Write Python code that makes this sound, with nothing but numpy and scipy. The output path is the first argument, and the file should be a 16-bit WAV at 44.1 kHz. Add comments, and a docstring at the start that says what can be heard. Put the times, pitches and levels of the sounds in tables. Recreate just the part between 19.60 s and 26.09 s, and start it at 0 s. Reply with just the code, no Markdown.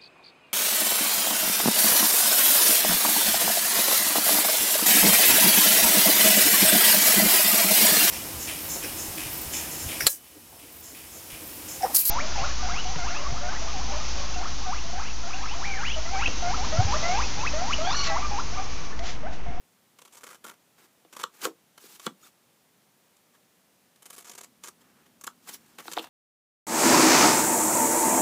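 """A craft table in a small, quiet room, where scissors snip a sheet of card stock.
The blades drag in the slit and advance in jerks, each tearing a bundle of fibres; some cuts end
with a clack and a faint ring of steel. In between, steel and fingers slide along the card, the steel
squeaks as it slips, and the stiff sheet creaks and pops as it is turned. Under it all lie room air,
hiss and a low rumble that swells towards the end."""
import sys
import numpy as np
from scipy import signal
from scipy.fft import rfft, irfft
from scipy.io import wavfile
from scipy.ndimage import uniform_filter1d

SR = 44100
rng = np.random.default_rng(int(sys.argv[2]) if len(sys.argv) > 2 else 0)


def wav_record(signal):
    """Record a signal, one row per channel, as 16-bit PCM in the file named by sys.argv[1]."""
    frames = np.transpose(np.atleast_2d(signal))
    bounded = np.clip(frames, -1, 1)
    # unit amplitude maps onto the largest positive 16-bit level
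    quanta = np.round(bounded * 32767).astype(np.int16)
    wavfile.write(sys.argv[1], SR, quanta)


N = 286209
TIME = np.arange(N) / SR
BODY_EDGE_HZ = 2200   # crossover between body and treble


def from_db(db):
    """Decibels to gain."""
    return 10 ** (np.asarray(db) / 20)


def unit_energy(x):
    """Scale so that the squares sum to one."""
    return x / np.sqrt(np.sum(x ** 2) + 1e-20)


def at_hz(points, hz):
    """Read a curve on a log-frequency axis."""
    known_hz, values = np.transpose(points)
    return np.interp(np.log(np.maximum(hz, 1)), np.log(known_hz), values)


def add(track, start_s, sound):
    """Mix a sound into a track at its cue."""
    at = int(start_s * SR)
    track[at:at + len(sound)] += sound[:N - at]


def through(x, response):
    """Pass a sound through an impulse response."""
    return signal.fftconvolve(x, response)[:N]


def band(x, hz, kind, order=2):
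    """Butterworth filter."""
    return signal.sosfilt(signal.butter(order, hz, kind, fs=SR, output="sos"), x)


def resonate(x, hz, q, boost_db):
    """Lift a narrow band around one resonance."""
    return x + (from_db(boost_db) - 1) * signal.lfilter(*signal.iirpeak(hz, q, fs=SR), x)


def response_of(colour, size=4096):
    """The minimum-phase impulse response of an EQ curve."""
    gain = from_db(at_hz(colour, np.fft.rfftfreq(size, 1 / SR)))
    cepstrum = irfft(np.log(gain))
    cepstrum[1:size // 2] *= 2
    cepstrum[size // 2 + 1:] = 0
    return unit_energy(irfft(np.exp(rfft(cepstrum))))


def grains(count, per_s, spread_db):
    """Random micro-cracks, many small and a few large; rms 1."""
    sizes = from_db(spread_db * np.minimum(rng.exponential(1, count), 4))
    cracks = sizes * rng.choice([-1, 1], count) * (rng.random(count) < per_s / SR)
    return unit_energy(cracks) * np.sqrt(count)


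def card(treble_drive, body_drive, colour):
    """The contact point radiates the treble, the whole sheet the body."""
    response = response_of(colour)
    treble = unit_energy(band(response, BODY_EDGE_HZ, "high", order=3))
    body = unit_energy(band(response, BODY_EDGE_HZ, "low", order=3))
    return through(treble_drive, treble) + through(body_drive, body)


def friction(strokes, colour, catches_per_s, spread_db, body_trim_db, uneven_db, slip_hz, stop_s=0.0115):
    """Strokes gather speed, hold and stop, catching on the fine tooth of the card: a dense hiss."""
    treble, body = np.zeros(N), np.zeros(N)
    for full_speed_s, run_up_s, hold_s, level_db, body_db in strokes:
        run_up = np.minimum((TIME - full_speed_s) / run_up_s, 0)
        stop = np.maximum(TIME - full_speed_s - hold_s, 0) / stop_s
        level = from_db(level_db) * np.exp(np.maximum(run_up - stop, -20))
        treble = np.maximum(treble, level)
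        body = np.maximum(body, level * from_db(body_db + body_trim_db))
    catches = grains(N, catches_per_s, spread_db)
    stick_slip = np.interp(TIME * slip_hz, np.arange(4096), rng.standard_normal(4096))
    hiss = catches * from_db(uneven_db * stick_slip)
    return card(hiss * treble, hiss * body, colour)


def rings(modes, t):
    """One dying oscillation per mode, neighbours swinging in opposite directions."""
    hz, width_hz, level_db = np.transpose(modes)[:, :, None]
    sign = (-1) ** np.arange(len(modes))[:, None]
    decay = np.exp(-np.pi * width_hz * t)
    return sign * from_db(level_db) * width_hz * decay * np.sin(2 * np.pi * hz * t)


def impacts(hits, modes, chatter, contact_hz):
    """A contact and its chatter ring the modes; where it lands sets the low, mid and high share."""
    out, t = np.zeros(N), TIME[:int(.12 * SR)]
    register_of = np.searchsorted([650, BODY_EDGE_HZ], np.transpose(modes)[0])
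    ringing = band(rings(modes, t), contact_hz, "low")
    # a small radiator sheds what lies under its own modes
    registers = [band(ringing[register_of == k].sum(axis=0), low_cut_hz, "high", order=3)
                 for k, low_cut_hz in enumerate([165, 450, 1600])]
    for start_s, chatter_s, *levels_db in hits:
        force = chatter * unit_energy(rng.standard_normal(len(t)) * np.exp(-t / chatter_s))
        force[0] += 1
        for register, level_db in zip(registers, levels_db):
            ring = unit_energy(signal.fftconvolve(force, register)[:len(t)])
            add(out, start_s, from_db(level_db) * ring * np.sqrt(.01 * SR))
    return out


# EQ curves of the air and of the rumble. Each row: frequency in Hz, relative level in dB.
AIR_COLOUR = [(25, -40), (60, -16), (100, -5.5), (180, 0.5), (300, -3), (500, -4.5), (800, -6.5),
              (1500, -10.5), (3200, -12), (4200, -14), (8000, -14.5), (15000, -16)]
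RUMBLE_COLOUR = [(30, -27.5), (75, -10), (120, -12.5), (175, -0.5), (255, 0.5), (340, -14), (1000, -45.5)]
# The rumble's fader ride. Each row: time in seconds, level in dB.
RUMBLE_RIDE = [(0, -76.5), (4.35, -81), (4.6, -69.5), (6.49, -65)]


def room_tone():
    """A bed of steady room air and microphone hiss over a low rumble that swells late."""
    air = through(rng.standard_normal(N), response_of(AIR_COLOUR))
    rumble = through(rng.standard_normal(N), response_of(RUMBLE_COLOUR))
    ride_db = np.interp(TIME, *np.transpose(RUMBLE_RIDE))
    return from_db(-64.5) * air + from_db(ride_db) * rumble


# Squeezes of the scissors; the hold on the card gives each one its tone. Each row: start and end in
# seconds, relative drag level in dB, body against treble in dB, cut-edge and sheet resonances in Hz,
# sheen in dB.
SQUEEZES = [(0.38, 0.478, -68.5, -5, 3110, 1000, -4.5), (0.519, 0.621, -56.5, -5.5, 7500, 950, -3.5),
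            (0.631, 0.755, -54, -2, 2250, 1380, -5.5), (0.84, 0.92, -61, 2, 3430, 1405, 3),
            (1.525, 1.633, -57, -3, 3090, 1015, -2), (2.373, 2.464, -57, -7.5, 3320, 1090, -5),
            (4.433, 4.634, -63, -6, 9900, 720, 0.5), (4.63, 4.857, -62.5, -5, 7000, 713, -2),
            (5.027, 5.081, -58, -5.5, 6300, 1217, -1), (5.586, 5.67, -71, -5.5, 6800, 1117, 3.5)]
# Jerks of the blades through the fibres. Each row: start and length in seconds, relative level in dB.
JERKS = [(0.386, 0.0089, -50.5), (0.416, 0.00667, -47.5), (0.449, 0.0135, -51), (0.475, 0.0066, -54),
         (0.523, 0.0173, -54), (0.55, 0.0054, -50.5), (0.567, 0.0202, -52), (0.633, 0.0109, -42.5),
         (0.665, 0.0079, -45.5), (0.686, 0.0069, -49), (0.7, 0.0158, -51), (0.728, 0.0083, -52),
         (0.749, 0.0101, -53.5), (0.84, 0.01344, -45.5), (0.863, 0.0088, -47), (0.877, 0.0108, -49),
         (0.892, 0.0083, -46.5), (0.91, 0.0052, -53), (0.936, 0.0071, -61), (1.526, 0.00563, -45.5),
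         (1.533, 0.00695, -48.5), (1.549, .003, -52.5), (1.563, 0.01005, -41), (1.59, 0.02975, -42),
         (1.631, 0.0055, -34), (2.396, 0.0046, -42.5), (2.4619, 0.00307, -31), (4.421, .009, -51.5),
         (4.455, 0.0119, -46.5), (4.5, 0.009, -44), (4.528, 0.0108, -48), (4.54, 0.0124, -50.5),
         (4.561, 0.014, -52), (4.579, 0.0146, -45), (4.6, 0.0134, -52), (4.622, 0.0039, -52),
         (4.643, 0.0192, -50.5), (4.667, 0.0225, -49.5), (4.693, 0.00804, -41.5), (4.712, 0.01, -46),
         (4.734, 0.0059, -49), (4.75, 0.0052, -44.5), (4.777, 0.0143, -43.5), (4.808, 0.00686, -43.5),
         (4.831, 0.0079, -47), (4.842, 0.0051, -45), (5.035, 0.0143, -42), (5.054, 0.0197, -49.5),
         (5.072, 0.0068, -44), (5.082, 0.00524, -39.5), (5.61, 0.0063, -48.5), (5.637, 0.00796, -41),
         (5.666, 0.0087, -38.5)]
# Ticks and creaks of the handled card, and the bright snap of the scissors clacking shut at 1.85 s.
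# Each row: start and length in seconds, relative level in dB, body against treble in dB.
TICKS = [(1.816, 0.0058, -39.5, -8), (1.8505, 0.00275, -27, -10), (2.177, 0.00583, -47.5, -1),
         (3.566, 0.00344, -58.5, -16.5), (3.735, 0.027, -66.5, 0.5), (4.359, 0.0023, -55.5, -5),
         (5.206, 0.0159, -63, -2), (5.459, 0.0103, -63.5, -1), (5.888, 0.008, -39, -9.5),
         (6.182, 0.0178, -47, -0.5), (6.3152, 0.0021, -36, 0), (6.322, 0.00275, -36, -9.5),
         (6.332, 0.0049, -33.5, -7.5), (6.468, 0.00405, -53, 3)]
# EQ curve of tearing fibres. Each row: frequency in Hz, relative level in dB.
TEAR_COLOUR = [(90, -28.5), (180, -9.5), (420, -1), (760, -7.5), (1000, 0.5), (1350, -1), (1900, -7),
               (2200, -4.5), (2700, -7.5), (3200, -7.5), (4300, -9.5), (5800, -7.5), (7400, -4.5),
               (9600, -9), (11500, -8.5), (15500, -13.5)]


def crackle(cracks_per_s, spread_db, rise_s, release_s, sag_db):
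    """Each jerk breaks fibres in a burst that sags as the strain is spent; the ticks share its shape."""
    treble, body, t = np.zeros(N), np.zeros(N), TIME[:int(.06 * SR)]
    cues = []
    for start_s, length_s, level_db in JERKS:
        nearest = min(SQUEEZES, key=lambda squeeze: max(squeeze[0] - start_s, start_s - squeeze[1]))
        cues.append((start_s, length_s, level_db, *nearest[3:]))
    cues += [(*tick, 3660, 1805, 0.7) for tick in TICKS]   # edge Hz, sheet Hz, sheen dB
    for start_s, length_s, level_db, body_db, edge_hz, sheet_hz, sheen_db in cues:
        strain = (1 - np.exp(-t / rise_s)) * from_db(-sag_db * np.minimum(t / length_s, 1))
        envelope = strain * np.exp(-np.maximum(t - length_s, 0) / release_s)
        burst = unit_energy(envelope * grains(len(t), cracks_per_s, spread_db)) * np.sqrt(length_s * SR)
        edge = resonate(burst, edge_hz, q=2.94, boost_db=4.5)
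        sheet = resonate(burst, sheet_hz, q=10.3, boost_db=6.5)
        add(treble, start_s, sheen(edge, sheen_db) * from_db(level_db))
        add(body, start_s, sheet * from_db(level_db + body_db))
    return card(treble, body, TEAR_COLOUR)


def sheen(x, level_db, shelf_hz=10500):
    """The angle of sheet and blades sends more or less of the top end to the microphone."""
    top = signal.sosfiltfilt(signal.butter(2, shelf_hz, "high", fs=SR, output="sos"), x, padtype=None)
    return x + (from_db(level_db) - 1) * top


def blade_drag(full_at_share=0.281, run_up_share=0.23):
    """The blades drag in the slit, building early in each squeeze and holding to its end."""
    strokes = []
    for start_s, end_s, drag_db, body_db, *_ in SQUEEZES:
        length_s = end_s - start_s
        full_s = start_s + full_at_share * length_s
        strokes.append((full_s, run_up_share * length_s, end_s - full_s, drag_db, body_db))
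    return friction(strokes, TEAR_COLOUR, catches_per_s=2500, spread_db=4.0,
                    body_trim_db=1.5, uneven_db=2.5, slip_hz=162.24)


# Modes of the steel blades. Each row: pitch in Hz, bandwidth in Hz, relative level in dB.
BLADE_MODES = [(734, 18, 7.5), (1114.6, 45, 5.5), (1273, 19, -25), (1548, 31, 2.5), (2244, 25.3, -15),
               (3014, 40.4, 12.5), (2996, 68, -8), (3630, 46, -10), (3812, 36, 3), (6330, 30, -18),
               (7646, 54, 3), (8775, 35, 13)]


def blade_ring(drive):
    """Cutting and clacking both set the steel ringing."""
    return through(drive, unit_energy(rings(BLADE_MODES, TIME[:SR // 5]).sum(axis=0)))


# Strokes along the card. Each row: arrival at full speed, run-up and hold in seconds,
# relative level in dB, body against treble in dB before the trim.
SLIDES = [(1.185, 0.0106, 0.0724, -60.5, 0), (1.745, 0.0133, 0.0278, -55.5, -4),
          (1.843, 0.01683, 0.0098, -30, -3), (2.225, 0.0266, 0.0463, -50, -8.5),
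          (2.3, 0.03, 0.0635, -50, -10), (2.458, 0.0257, 0.0045, -45, -8),
          (2.635, 0.0295, 0.045, -54.5, -7), (5.19, 0.029, 0.283, -74, 7),
          (5.886, 0.01146, 0.0143, -39.5, -3), (5.94, 0.0414, 0.0065, -40, -9.5),
          (5.99, 0.024, 0.17, -63.5, -2.5), (6.198, 0.0057, 0.0072, -44, 2.5),
          (6.268, 0.0433, 0.061, -47, -9), (6.385, 0.028, 0.0071, -41, 0.5),
          (6.427, 0.025, 0.0184, -46, -3)]
# EQ curve of rubbed card. Each row: frequency in Hz, relative level in dB.
RUB_COLOUR = [(90, -25.5), (200, -5), (380, 4), (560, -7.5), (1000, -1), (1300, 1), (1900, -3.5),
              (2300, -2.5), (3300, -3), (4600, -3), (7500, -2.5), (11000, -5.5), (15500, -4)]


def card_rubs():
    """Steel and fingers slide over the card with a soft, fine-grained swish."""
    return friction(SLIDES, RUB_COLOUR, catches_per_s=22000, spread_db=2.5,
                    body_trim_db=-0.66, uneven_db=2.0, slip_hz=111.97)


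# Pops of the sheet. Each row: start and chatter decay in seconds, relative low, mid and high in dB.
FLEXES = [(1.449, 0.0057, -53, -56, -63), (1.857, 0.0075, -35, -43.5, -49), (1.87, 0.0138, -29, -37, -58.5),
          (2.24, 0.0096, -47, -73.5, -63.5), (2.476, 0.0032, -49.5, -37, -56.5),
          (6.186, 0.0087, -50.5, -40.5, -46), (6.255, 0.001, -53.5, -47, -60),
          (6.2808, 0.0012, -42, -34.5, -40.5), (6.3685, 0.0061, -32.5, -36, -34.5),
          (6.3753, 0.00043, -35.5, -23, -49.5), (6.385, 0.011, -33, -41.5, -30.5),
          (6.3935, 0.0033, -42, -48, -35), (6.442, 0.02, -59.5, -42, -45)]
# Modes of the free sheet. Each row: pitch in Hz, bandwidth in Hz, relative level in dB.
SHEET_MODES = [(241, 39.6, -11.5), (328.4, 33.8, 3.5), (456, 59, 2.5), (693, 144, 2.5), (980, 290, 0.5),
               (1380, 285, -3), (1950, 816, -9), (2710, 390, -3.5), (3715, 660, -2), (5460, 1200, -24)]


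def sheet_pops():
    """The stiff sheet flexes and knocks on the scissors, ringing its own modes."""
    return impacts(FLEXES, SHEET_MODES, chatter=0.97, contact_hz=5500)


# Blades closing. Each row: start and chatter decay in seconds, relative low, mid and high in dB.
SHUTS = [(1.638, 0.00156, -42.5, -28.5, -34), (1.852, 0.00466, -31, -29.5, -34.5),
         (2.4657, 0.00358, -32.5, -31.5, -34.5), (5.086, 0.0034, -64, -52.5, -73),
         (5.6755, 0.00162, -54.5, -35.5, -44.5)]
# Modes of the scissors with card in them. Each row: pitch in Hz, bandwidth in Hz, relative level in dB.
SCISSOR_MODES = [(178.7, 91, -5.5), (244, 74, -1.5), (352.5, 94, 0.5), (497.7, 136, -3), (720, 86, -15.5),
                 (909, 140.6, -2), (1146, 173, 3), (1369, 220, 0.5), (1628, 262, -6.5), (2014, 217, -15),
                 (3036, 396, -4), (3460, 376, -2), (4270, 630, -8.5), (6080, 1400, -13), (7520, 410, -6.5)]


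def scissor_clacks():
    """The blades clack shut, a hard contact that rings the scissors and the held card."""
    return impacts(SHUTS, SCISSOR_MODES, chatter=1.14, contact_hz=9000)


# Slips of the steel. Each row: start and length in seconds, first and last pitch in Hz,
# relative level in dB.
SQUEAKS = [(1.837, .010, 3615, 5630, -53), (2.627, 0.013, 1156, 1453, -60), (2.623, .025, 7040, 6430, -61),
           (2.639, 0.0148, 3534, 3618, -61.5), (2.663, 0.0197, 1528, 980, -65.5),
           (5.884, 0.01234, 1675, 2520, -53.5), (5.932, 0.014, 5350, 5744, -49.5),
           (5.935, 0.0122, 10900, 11540, -46)]


def steel_squeaks(waver):
    """Short, unsteady stick-slip whistles that glide with the speed of the blade."""
    out = np.zeros(N)
    for start_s, length_s, first_hz, last_hz, level_db in SQUEAKS:
        count = int(length_s * SR)
        jitter = uniform_filter1d(rng.standard_normal(count), size=25)
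        hz = np.linspace(first_hz, last_hz, count) * (1 + waver * jitter)
        swell = np.sin(np.linspace(0, np.pi, count))
        add(out, start_s, 2 * from_db(level_db) * swell * np.sin(2 * np.pi * np.cumsum(hz) / SR))
    return out


# The small room's short tail. Each row: frequency in Hz, time to fall 60 dB in seconds.
ROOM_T60 = [(150, 0.296), (400, 0.1496), (1000, 0.128), (3000, 0.1235), (7000, 0.13), (14000, 0.134)]


def room_reverb(send, build_s):
    """Diffuse reflections build up, then die at a rate of their own in each octave."""
    t, edges_hz = TIME[:int(.4 * SR)], np.geomspace(80, 18000, 9)
    tail = np.zeros(len(t))
    for low, high in zip(edges_hz, edges_hz[1:]):
        t60 = at_hz(ROOM_T60, np.sqrt(low * high))
        tail += band(rng.standard_normal(len(t)), [low, high], "band") * from_db(-60 * t / t60)
    fade_in = 1 - np.exp(-(t / build_s) ** 2)
    return through(send, unit_energy(tail * fade_in))


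def scene():
    """The mono mix: cutting and handling up close, with a little room."""
    cracks = from_db(-2.0) * crackle(cracks_per_s=5000, spread_db=3.5, rise_s=0.00185,
                                     release_s=0.00245, sag_db=3.0)
    rubs = from_db(-2.2957) * card_rubs()
    drag = from_db(-1.74) * blade_drag()
    texture = cracks + rubs + drag + steel_squeaks(waver=0.175)
    clacks = from_db(0.45) * scissor_clacks()
    pops = from_db(-4.0) * sheet_pops()
    steel = from_db(-18.5) * blade_ring(cracks + drag + from_db(-5.5) * clacks)
    send = from_db(-12.5) * texture + from_db(-13.0) * (clacks + pops)
    reflections = room_reverb(send, build_s=0.0018)
    return (texture + clacks + pops + steel + reflections + room_tone())[None]


def record(dry):
    """The microphone sheds the deep bass; the top is cut steeply."""
    thin = band(dry, 77, "high", order=1)
    return signal.sosfilt(signal.ellip(10, .1, 70, 15450, fs=SR, output="sos"), thin)


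dry = scene()
out = record(dry)
wav_record(out)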